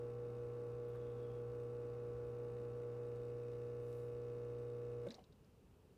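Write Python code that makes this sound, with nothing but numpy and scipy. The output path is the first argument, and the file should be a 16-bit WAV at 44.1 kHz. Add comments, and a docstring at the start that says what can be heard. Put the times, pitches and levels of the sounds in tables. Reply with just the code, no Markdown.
"""The vibratory pump of an espresso machine hums on mains current while coffee runs into a glass.
The hum is a stack of mains harmonics; whine, rasp, rattle and rushing water follow the same strokes.
Its pressure surges about five times a second, then settles. The pump cuts off with a clunk built of
decaying modes, the valve gushes and spits shaped noise and bubbles, and a quiet room is left."""
import sys
import numpy as np
from scipy import signal
from scipy.fft import rfft, irfft
from scipy.io import wavfile

SR = 44100
rng = np.random.default_rng(int(sys.argv[2]) if len(sys.argv) > 2 else 0)


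def store_pcm(level_fs):
    """Save levels as 16-bit WAV."""
    pcm = np.round(np.clip(level_fs, -1, 1) * 32767).astype(np.int16)
    wavfile.write(sys.argv[1], SR, np.atleast_2d(pcm).T)


N = 263277
T = np.arange(N) / SR  # s

MAINS_HZ = 60.001
SETTLE, STOP = 3.216, 5.068  # the pressure steadies, the pump cuts off (s)
RUN_DOWN = .13  # t60 of the pump's sound once the power is off (s)
EDGE_HZ = 15480  # upper band limit


def amp(db):
    """Decibels to gain."""
    return 10 ** (np.asarray(db) / 20)


def evened(x):
    """Scales to rms 1."""
    return x / np.sqrt(np.mean(x ** 2) + 1e-30)


def read(points, hz):
    """Reads a spectrum on a log-frequency axis."""
    f, value = np.transpose(points)
    return np.interp(np.log(hz + 1), np.log(f + 1), value)


def add(mix, s, sound):
    """Mixes a sound in at time s."""
    part = mix[round(s * SR):][:len(sound)]
    part += sound[:len(part)]


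def colour(x, spectrum):
    """Gives a white signal of rms 1 a spectrum in dB per Hz."""
    gain = amp(read(spectrum, np.fft.rfftfreq(N, 1 / SR)))
    return irfft(rfft(x) * gain, N) * np.sqrt(SR / 2)


def drift(rate_hz):
    """Slow chance of rms 1."""
    hz = np.fft.rfftfreq(N, 1 / SR)
    return evened(irfft(rfft(rng.standard_normal(N)) * np.exp(-(hz / rate_hz) ** 2), N))


def resonate(x, hz, width):
    """A fixed resonance of gain 1 at its centre."""
    r = np.exp(-np.pi * width / SR)
    pole = r * np.exp(2j * np.pi * hz / SR)
    return 2 * signal.lfilter([1 - r], [1, -pole], x).real


def band(count, hz, width):
    """Noise of rms 1 in a bell-shaped band."""
    f = np.fft.rfftfreq(count, 1 / SR)
    bell = .5 ** (2 * ((f - hz) / width) ** 2)
    return evened(irfft(rfft(rng.standard_normal(count)) * bell, count))


def fade(t, t60):
    """Exponential decay from t = 0, by 60 dB in t60 seconds."""
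    return np.exp(-np.log(1000) * np.maximum(t, 0) / t60)


def swell(s, length):
    """A bell-shaped rise and fall around time s, with its length taken at half height."""
    return .5 ** ((2 * (T - s) / length) ** 2)


def drive(lag_ms=0.16, ease=0.21, unequal=0.083):
    """The pump's pressure (about 1 at the top of a surge), how settled it is (0-1), its count of strokes."""
    # The pace of the surges, about five a second. Each row: time in seconds, surges gone by.
    pace = [(-.06, -0.5), (.15, 0), (.53, 2), (1.16, 5), (1.57, 7.5), (1.95, 9), (2.73, 13), (3.17, 15),
            (3.6, 16)]
    surge_s, shortens_s_per_s = 0.083, .012  # length at the start, and how fast the surges grow crisper
    steady_pressure = .3  # where the pressure rests once settled, as a share of a surge

    beat = np.interp(T, *np.transpose(pace))
    from_top_s = (beat - np.round(beat)) / np.maximum(np.gradient(beat, T), 1)
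    length = np.maximum(surge_s - shortens_s_per_s * T, 1 / MAINS_HZ)
    surge = .5 ** ((2 * from_top_s / length) ** 2) * (1 + unequal * drift(1.3))

    settled = np.clip((T - SETTLE) / ease + .5, 0, 1)
    pressure = surge + (steady_pressure - surge) * settled
    # the piston lags a little whenever the pressure rises
    strokes = MAINS_HZ * (T - lag_ms / 1000 * pressure)
    return pressure, settled, strokes


def hum(pressure, settled, strokes, level_db=-48.5, flutter=0.078, calm_flutter=0.05, flutter_hz=14,
        firm_db=-11, swing_turns=0.16, swing_db=8, calm_db=-1.5, calm_above_hz=700):
    """Mains harmonics shift with the pressure; weak ones flutter most, upper ones soften once it settles."""
    # The lines of the hum. Each row: multiple of the mains, level in dB relative to level_db.
    lines = [(1, -19), (2, -4.5), (3, -31.5), (4, -21), (5, -20.5), (6, -15.5), (7, -12.5), (8, 0.5),
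             (9, -24), (10, -18.5), (11, -27.5), (12, -36.5), (13, -29), (14, -28.5), (15, -36.5),
             (16, -43), (17, -34), (18, -32), (19, -27), (20, -35), (21, -39), (22, -29.5), (23, -41),
             (24, -34.5), (25, -36), (26, -41.5)]
    # The lines that answer the pressure. Each row: multiple of the mains, gain in dB as the pressure reaches 1.
    answers = [(1, 3.5), (2, 2), (3, 10.5), (4, 2), (5, -12.5), (6, -3.5), (7, 0), (8, -2), (10, -4.5),
               (13, 13.5), (14, -15.5), (16, 7.5), (18, 6.5), (22, 3), (24, -4)]
    swings = {round(order): db for order, db in answers}

    out = np.zeros(N)
    unrest = flutter + (calm_flutter - flutter) * settled
    for order, db in lines:
        order = round(order)
        swing = swings.get(order, 0)
        soften = calm_db * (settled - .5) * (order * MAINS_HZ > calm_above_hz)
        level = evened(1 + (amp(swing) - 1) * pressure) * amp(db + soften)
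        shake = unrest / (1 + amp(db - firm_db))
        # lines that change most in level also bend most in pitch: flat as a surge comes, sharp as it goes
        bend = swing_turns * np.tanh((swing / swing_db) ** 2) * pressure
        turns = order * strokes - bend + rng.random()
        fluttering_level = level * (1 + shake * drift(flutter_hz))
        out += fluttering_level * np.cos(2 * np.pi * turns + shake * drift(flutter_hz))
    return amp(level_db) * np.sqrt(2) * out


def uneven(pressure, settled, strokes, count=45, wander=.55, calm_wander=1.0, wander_hz=9, weave_turns=.3):
    """Strong and weak strokes alternate: lines halfway between harmonics, woven by each surge."""
    # Lines between the main ones. Each row: frequency in Hz, rms level of a line in dB.
    between = [(30, -86), (150, -84), (270, -76.5), (330, -73), (450, -79.5), (510, -70), (630, -87.5),
               (750, -84.5), (930, -95), (1400, -91.5), (2500, -113.5), (4000, -106)]
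    out = np.zeros(N)
    looseness = wander + (calm_wander - wander) * settled  # radians
    for order in np.arange(count) + .5:
        turns = order * strokes - weave_turns * pressure + rng.random()
        line = np.cos(2 * np.pi * turns + looseness * drift(wander_hz))
        out += amp(read(between, order * MAINS_HZ)) * line
    return np.sqrt(2) * out


def whine(settled, strokes, settled_db=2.0, strike=.17, flutter=0.11, flutter_hz=14):
    """A thin metallic whine from the casing, in step with the piston's strike; it comes forward later."""
    # High harmonics that the casing singles out. Each row: multiple of the mains, dB before the pump settles.
    high_lines = [(29, -88.5), (36, -92), (42, -88.5), (43, -90)]
    out = np.zeros(N)
    for order, db in high_lines:
        line = np.cos(2 * np.pi * round(order) * (strokes - strike))
        out += amp(db) * (1 + flutter * drift(flutter_hz)) * line
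    return np.sqrt(2) * out * amp(settled_db * settled)


def buzz(settled, strokes, ring=0.026, scatter_db=1.3, surging_db=-2.0):
    """Each stroke strikes the casing, which smears the blow into a short rasp: a comb of fine lines."""
    # Tone of the struck casing. Each row: frequency in Hz, dB per Hz before the cut on return.
    casing = [(1450, -140), (1650, -112), (2000, -111), (2330, -111), (2430, -119), (2630, -110),
              (2870, -110), (3150, -125), (3450, -122), (3720, -112), (4000, -123), (5700, -119),
              (7000, -130), (15000, -148)]
    t = T[:round(SR / MAINS_HZ)]
    burst = rng.standard_normal(len(t)) * fade(t, ring)
    # keep only the phases, so the rasp itself has a flat spectrum
    rasp = irfft(np.exp(1j * np.angle(rfft(burst))), len(t))
    blows = np.diff(np.floor(strokes), prepend=0).clip(0, 1) * amp(scatter_db * rng.standard_normal(N))
    rung = signal.oaconvolve(blows, rasp)[:N]
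    # cut twice over while surging, once when settled
    return colour(evened(rung), casing) * amp(surging_db * (2.0 - settled))


def rattle(strokes, level_db=-87, per_s=1100, spread_db=4.5, ring=0.013, after_stroke=0.3):
    """Loose fittings chatter, mostly just after each stroke, now and then with a sharper tick."""
    # Thin metal parts that the strokes shake. Each row: frequency in Hz, width in Hz, relative level in dB.
    fittings = [(2530, 220, 5), (2640, 150, -2.5), (3700, 250, 4), (4540, 270, -4.5), (5770, 700, -12),
                (7790, 200, -1), (8800, 170, 0)]
    # The sharpest ticks. Each row: start in seconds, peak level in dB.
    ticks = [(0.958, -64), (1.119, -69), (1.635, -68), (3.159, -66), (3.253, -65), (3.619, -68),
             (3.928, -62)]

    def metal(x):
        """The fittings ring side by side."""
        return sum(amp(db) * resonate(x, hz, width) for hz, width, db in fittings)

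    chance = per_s / SR * np.exp(-(strokes % 1) / after_stroke)  # per sample
    force = amp(spread_db * np.minimum(rng.exponential(1, N), 3))
    taps = (rng.random(N) < chance) * force * rng.choice([-1, 1], N)
    out = amp(level_db) * evened(metal(taps))
    t = T[:SR // 10]
    for s, db in ticks:
        tick = metal(rng.standard_normal(len(t)) * fade(t, ring))
        add(out, s, amp(db) * tick / abs(tick).max())
    return out


def rush(settled, strokes, pulse_db=3, surging_db=5, swirl_db=1, level_db=-2.0, churn_hz=2600):
    """Water is pushed in spurts, one a stroke; its lower band churns more until the pressure settles."""
    # Water rushing through the pump. Each row: frequency in Hz, dB per Hz before level_db and churn.
    water_tone = [(30, -120), (62, -91), (100, -99), (210, -97), (300, -97), (490, -97), (700, -106),
                  (1100, -108), (1700, -116), (2700, -118), (3200, -126), (4600, -123), (7000, -128),
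                  (15000, -138)]
    spurts = amp(pulse_db * np.cos(2 * np.pi * (strokes - .2)) + swirl_db * drift(9.2))
    flow = amp(level_db) * colour(evened(rng.standard_normal(N) * spurts), water_tone)
    lowpass = signal.butter(2, churn_hz, fs=SR, output="sos")
    churn = signal.sosfiltfilt(lowpass, flow)
    return flow + churn * (amp(surging_db) - 1) * (1 - settled)


def clunk(rise=0.0046, thud_hz=620, thud_width_hz=520, thud_t60=0.13, rough=0.44, rough_hz=70):
    """The piston halts, the frame thuds and rings, and a low, rough note sags away."""
    # Knocks as the pump stops and the valve seats.
    # Each row: start in seconds, level in dB, pitch in Hz, t60 in seconds, dull thud beside the ring in dB.
    knocks = [(5.065, -47, 548, 0.056, -16), (5.181, -64.5, 745, 0.085, 0), (5.186, -71, 604, 0.08, -4)]
    # The frame that rings with a knock. Each row: factor on the knock's pitch, relative level in dB.
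    frame = [(1, 8.5), (0.64, -0.5), (4, -22), (2.8, -16)]
    # The low note as the pressure falls. Each row: time in seconds, pitch in Hz, level in dB.
    sag = [(5.072, 135, -50), (5.094, 226, -54), (5.123, 227, -55), (5.145, 215, -66), (5.168, 172, -63.5),
           (5.21, 80, -72)]

    out = np.zeros(N)
    t = T[:SR // 3]
    for s, db, hz, t60, thud_db in knocks:
        modes = sum(amp(mode_db) * np.sin(2 * np.pi * hz * factor * t) for factor, mode_db in frame)
        ring = modes * fade(t - rise, t60)
        thud = amp(thud_db) * band(len(t), thud_hz, thud_width_hz) * fade(t - rise, thud_t60)
        add(out, s, amp(db) * (ring + thud) * np.minimum(t / rise, 1))

    s, hz, db = np.transpose(sag)
    phase = 2 * np.pi * np.cumsum(np.interp(T, s, hz)) / SR + rough * drift(rough_hz)
    note = np.sin(phase) * (1 + rough * drift(rough_hz))
    return out + note * amp(np.interp(T, s, db)) * (T > s[0]) * (T < s[-1])


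def vent(delay_s=0.049, length=0.13):
    """The pressure escapes through the valve in one short gush of noise just after the pump stops."""
    # Tone of the gush at its height. Each row: frequency in Hz, dB per Hz.
    gush = [(200, -105), (480, -86), (1100, -103), (2200, -109), (4000, -118), (8000, -122), (15000, -127)]
    return swell(STOP + delay_s, length) * colour(rng.standard_normal(N), gush)


def spits(width_hz=750, splash_db=-8.0, splash_hz=4900, splash_width_hz=3600, tail_db=-25, tail=0.38,
          rise=0.0011, t60=0.022, bubble_db=-4, puff_db=-2.0, climb=.13, climb_s=0.0054):
    """Water and air burst through the valve: a bubble rising in pitch, a puff, a splash, a little room."""
    # The valve's spits. Each row: start in seconds, level in dB, pitch in Hz.
    bursts = [(5.0672, -62.5, 2780), (5.070, -72, 8670), (5.0854, -62, 3570), (5.103, -73, 9040),
              (5.105, -53, 3780), (5.109, -61, 2140), (5.114, -62, 5560), (5.119, -60, 4620),
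              (5.1426, -55.5, 4270), (5.1435, -76, 6770), (5.1497, -64, 5450), (5.191, -70, 2760),
              (5.2398, -65, 3820), (5.3237, -69, 3570), (5.328, -76, 4860), (5.4445, -76, 4520)]
    out = np.zeros(N)
    t = T[:SR // 4]
    for s, db, hz in bursts:
        turns = hz * np.cumsum(1 + climb * (1 - np.exp(-t / climb_s))) / SR
        bubble = amp(bubble_db) * np.sqrt(2) * np.sin(2 * np.pi * turns)
        puff = amp(puff_db) * band(len(t), hz, width_hz)
        splash = amp(splash_db) * band(len(t), splash_hz, splash_width_hz)
        spray = puff + splash
        spit = fade(t - rise, t60) * (bubble + spray) + amp(tail_db) * fade(t, tail) * spray
        add(out, s, amp(db) * np.minimum(t / rise, 1) * spit)
    return out


def hisses():
    """Soft swells of noise, each in its own band."""
    # Each row: middle in seconds, level in dB, length in seconds, centre in Hz, width in Hz.
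    swells = [(0.89, -81, .016, 12000, 4000), (0.955, -89, 0.05, 11500, 4000),
              (0.958, -63.5, 0.018, 1180, 704), (1.06, -85, 0.33, 3440, 380), (1.303, -83, 0.21, 3300, 230),
              (3.954, -81, 0.23, 10000, 6950)]
    return sum(amp(db) * swell(s, length) * band(N, hz, width) for s, db, length, hz, width in swells)


def rumble(at_s=2.197, length=0.22, level_db=-62.0, hz=66, width_hz=17):
    """A low rumble of narrow-band noise swells briefly under the hum."""
    return amp(level_db) * swell(at_s, length) * band(N, hz, width_hz)


def room():
    """The quiet room: steady noise with a fixed spectrum."""
    # Tone of the room. Each row: frequency in Hz, dB per Hz.
    room_tone = [(20, -116), (30, -100), (45, -89), (115, -89), (200, -93.5), (330, -100), (430, -94.5),
                 (650, -108), (1000, -111), (2100, -121), (2800, -117), (3400, -123), (8000, -127),
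                 (15000, -130)]
    return colour(rng.standard_normal(N), room_tone)


def scene(drain=1.0):
    """The running pump, its stop, and the room; the water fades with a t60 of drain seconds."""
    pressure, settled, strokes = drive()
    pump = hum(pressure, settled, strokes) + uneven(pressure, settled, strokes)
    pump += whine(settled, strokes) + buzz(settled, strokes) + rattle(strokes)
    running = pump * fade(T - STOP, RUN_DOWN)
    water = rush(settled, strokes) * fade(T - STOP, drain)
    stop = clunk() + vent() + spits()
    return (running + water + stop + hisses() + rumble() + room())[None]


def record(dry):
    """The band limit: a steep linear-phase low-pass."""
    lowpass = signal.firwin(511, EDGE_HZ, window=("kaiser", 9), fs=SR)
    return signal.oaconvolve(dry, lowpass[None], "same")


dry = scene()
out = record(dry)
store_pcm(out)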